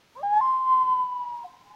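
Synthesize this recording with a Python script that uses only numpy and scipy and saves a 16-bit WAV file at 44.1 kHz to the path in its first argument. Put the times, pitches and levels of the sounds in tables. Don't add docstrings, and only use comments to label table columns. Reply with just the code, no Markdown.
import sys
import numpy as np
from scipy import signal
from scipy.fft import rfft, irfft
from scipy.io import wavfile
from scipy.ndimage import uniform_filter1d

SR = 44100
rng = np.random.default_rng(int(sys.argv[2]) if len(sys.argv) > 2 else 0)


def unload_wav(signal):
    wavfile.write(
        sys.argv[1],
        SR,
        np.round(np.clip(np.atleast_2d(signal).T, -1, 1) * 32767).astype(np.int16),
    )


N = 77175

YELP_PATH = [(0.152, 452, -48), (.172, 514.7, -40.5), (0.201, 554, -35), (0.228, 636, -42)]
CLEAR_PATH = [(.231, 797.5, -28.5), (.26, 811, -24.5), (.32, 827, -25), (.342, 846.4, -19),
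              (.356, 833, -20.5), (.374, 849.6, -16), (.389, 855.7, -19.5), (.407, 893, -22)]
WAIL_PATH = [(.411, 1049, -22), (.49, 1047, -21.5), (.55, 1043, -21), (.605, 1041, -25.5),
             (.66, 1038, -24.5), (.70, 1037, -19), (.735, 1034, -17.3), (.778, 1029, -22.7),
             (.822, 1028, -17.6), (.85, 1020, -27), (.895, 1021, -21.3), (.935, 1017, -21.3),
             (.958, 1012, -25.5), (.985, 1010, -22.3), (1.06, 1000, -29.5), (1.16, 989, -30.5),
             (1.3, 964, -34), (1.39, 954, -36), (1.438, 943, -38)]
HOOT_PATH = [(1.441, 738, -44), (1.453, 726.5, -32.5), (1.479, 713, -51.5)]
# (multiple of the pitch, base level within the note [dB])
YELP_HARMONICS = [(1, 8), (2, 0), (3, -6.5)]
CLEAR_HARMONICS = [(2, -24.5), (3, -50.5), (4, -42.5), (5, -51.5), (6, -54), (7, -56), (11, -67.5)]
# (multiple, start [dB], end [dB], time to settle [s])
WAIL_HARMONICS = [(2, -37, -45, 0.71), (3, -46.5, -34, 0.73), (4, -54.5, -52, .5), (5, -43.5, -58.5, 0.3),
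                  (9, -56, -71.5, 0.36), (10, -57, -67, .5)]
# (delay [s], fade time [s], level before dulling [dB])
SHORE_ECHOES = [(.84, .16, -28), (1.36, .15, -33)]
# (frequency [Hz], relative level [dB])
HUSH_COLOUR = [(25, -10), (60, -5), (170, -4.5), (400, -6), (1000, -6), (2000, -7.5), (4000, -10.5),
               (6300, -16), (8000, -24), (12000, -26.5), (16000, -27.5)]
FOLLOWING_COLOUR = [(30, -17.5), (200, -12.5), (700, -3.5), (1400, -8), (2800, -11), (5000, -23),
                    (9000, -43.5), (16000, -40)]
RUMBLE_COLOUR = [(25, -16.5), (50, -8), (110, 1.5), (220, 1.5), (400, -2.5), (700, -6), (1500, -23),
                 (4000, -46.5)]
# (time [s], level [dB])
RUMBLE_SWELL = [(.12, -70), (.2, -63), (.45, -59), (.62, -66.5), (.72, -56.5), (.84, -56), (1.03, -58.5),
                (1.11, -66.5), (1.36, -68), (1.7, -72)]

BREAK_S, SOFT_BREAK_S = 0.0073, 0.019
THROAT_HZ, THROAT_WIDTH_HZ = 990, 100
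NEAR_RING_S, FAR_RING_S = 0.5, 1.9
HUSH_DB, FOLLOWING_DB = -61.5, -37.5
TIME = np.arange(N) / SR


def yelp():
    pitch, phase, volume = note(YELP_PATH, BREAK_S, BREAK_S)
    phase += 0.091 * wobble(500)
    firming_db = np.interp(TIME, [YELP_PATH[0][0], YELP_PATH[-1][0]], [0, 14])
    tone = np.zeros(N)
    for multiple, db in YELP_HARMONICS:
        hz = multiple * pitch
        throat = 1 / np.hypot(1, (hz / THROAT_HZ - THROAT_HZ / hz) * THROAT_HZ / THROAT_WIDTH_HZ)
        strength = gain(db + (multiple == 1) * firming_db)
        tone += strength * throat * np.sin(multiple * phase)
    return volume * tone


def clear_note():
    _, phase, volume = note(CLEAR_PATH, BREAK_S, BREAK_S)
    upper_volume = volume.max() * (volume / volume.max()) ** 0.87
    upper = sum(harmonic(phase, multiple, db) for multiple, db in CLEAR_HARMONICS)
    return volume * np.sin(phase) + upper_volume * upper


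def wail():
    _, phase, volume = note(WAIL_PATH, BREAK_S, SOFT_BREAK_S)
    age = TIME - WAIL_PATH[0][0]
    tone = np.sin(phase)
    for multiple, start_db, end_db, settle_s in WAIL_HARMONICS:
        tone += harmonic(phase, multiple, np.interp(age, [0, settle_s], [start_db, end_db]))
    return volume * tone


def hoot():
    _, phase, volume = note(HOOT_PATH, SOFT_BREAK_S, SOFT_BREAK_S)
    return volume * np.sin(phase)


def note(path, fade_in_s, fade_out_s):
    times, hz, db = np.array(path).T
    glide = lambda values: uniform_filter1d(np.interp(TIME, times, values), size=500)
    pitch = glide(hz) * (1 + 0.001 * wobble(64))
    edges = np.minimum((TIME - times[0]) / fade_in_s, (times[-1] - TIME) / fade_out_s)
    fade = np.sin(np.pi / 2 * np.clip(edges + 0.5, 0, 1)) ** 2
    volume = np.sqrt(2) * gain(glide(db) + 0.48 * wobble(60)) * fade
    return pitch, 2 * np.pi * np.cumsum(pitch) / SR, volume


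def harmonic(phase, multiple, db):
    return gain(db + wobble(13)) * np.sin(multiple * phase)


def shore(voice):
    def scatter(delay_s, fade_s, db):
        decay = (TIME >= delay_s) * np.exp(-np.maximum(TIME - delay_s, 0) / fade_s)
        tail = rng.standard_normal(N) * decay
        return gain(db) * tail / np.linalg.norm(tail)
    near = scatter(delay_s=0.02, fade_s=NEAR_RING_S / np.log(1000), db=-15.5)
    far = scatter(delay_s=0.02, fade_s=FAR_RING_S / np.log(1000), db=-22)
    far += sum(scatter(*echo) for echo in SHORE_ECHOES)
    dull = signal.butter(2, 1150, fs=SR, output="sos")
    return signal.fftconvolve(voice, near + signal.sosfilt(dull, far))[:N]


def hush():
    rise_db = np.interp(TIME, [0.095, 0.19], [-3, 0])
    return noise(HUSH_COLOUR) * gain(HUSH_DB + rise_db + 1.1 * wobble(5.3))


def rumble():
    return noise(RUMBLE_COLOUR) * gain(np.interp(TIME, *np.array(RUMBLE_SWELL).T))


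def flicker_hiss(sound):
    hiss = signal.sosfiltfilt(signal.butter(4, 7000, "high", fs=SR, output="sos"), sound)
    return sound + hiss * (gain(1.35 * wobble(16)) - 1)


def following_noise(voice):
    loudness = np.sqrt(np.maximum(uniform_filter1d(voice ** 2, size=3000), 0))
    return noise(FOLLOWING_COLOUR) * loudness * gain(FOLLOWING_DB)


def noise(colour):
    hz, db = np.array(colour).T
    frequencies = np.maximum(np.arange(N // 2 + 1) * SR / N, 1)
    shape = gain(np.interp(np.log(frequencies), np.log(hz), db))
    sound = irfft(rfft(rng.standard_normal(N)) * shape, N)
    return sound / sound.std()


def wobble(rate_hz):
    width = int(SR / rate_hz)
    drift = uniform_filter1d(uniform_filter1d(rng.standard_normal(N), width), width)
    return drift / drift.std()


def gain(db):
    return 10 ** (np.asarray(db) / 20)


def scene():
    voice = yelp() + clear_note() + wail() + hoot()
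    return (voice + shore(voice) + flicker_hiss(hush()) + rumble() + following_noise(voice))[None]


def record(dry):
    return signal.sosfilt(signal.ellip(10, 0.1, 80, 15750, fs=SR, output="sos"), dry)


dry = scene()
out = record(dry)
unload_wav(out)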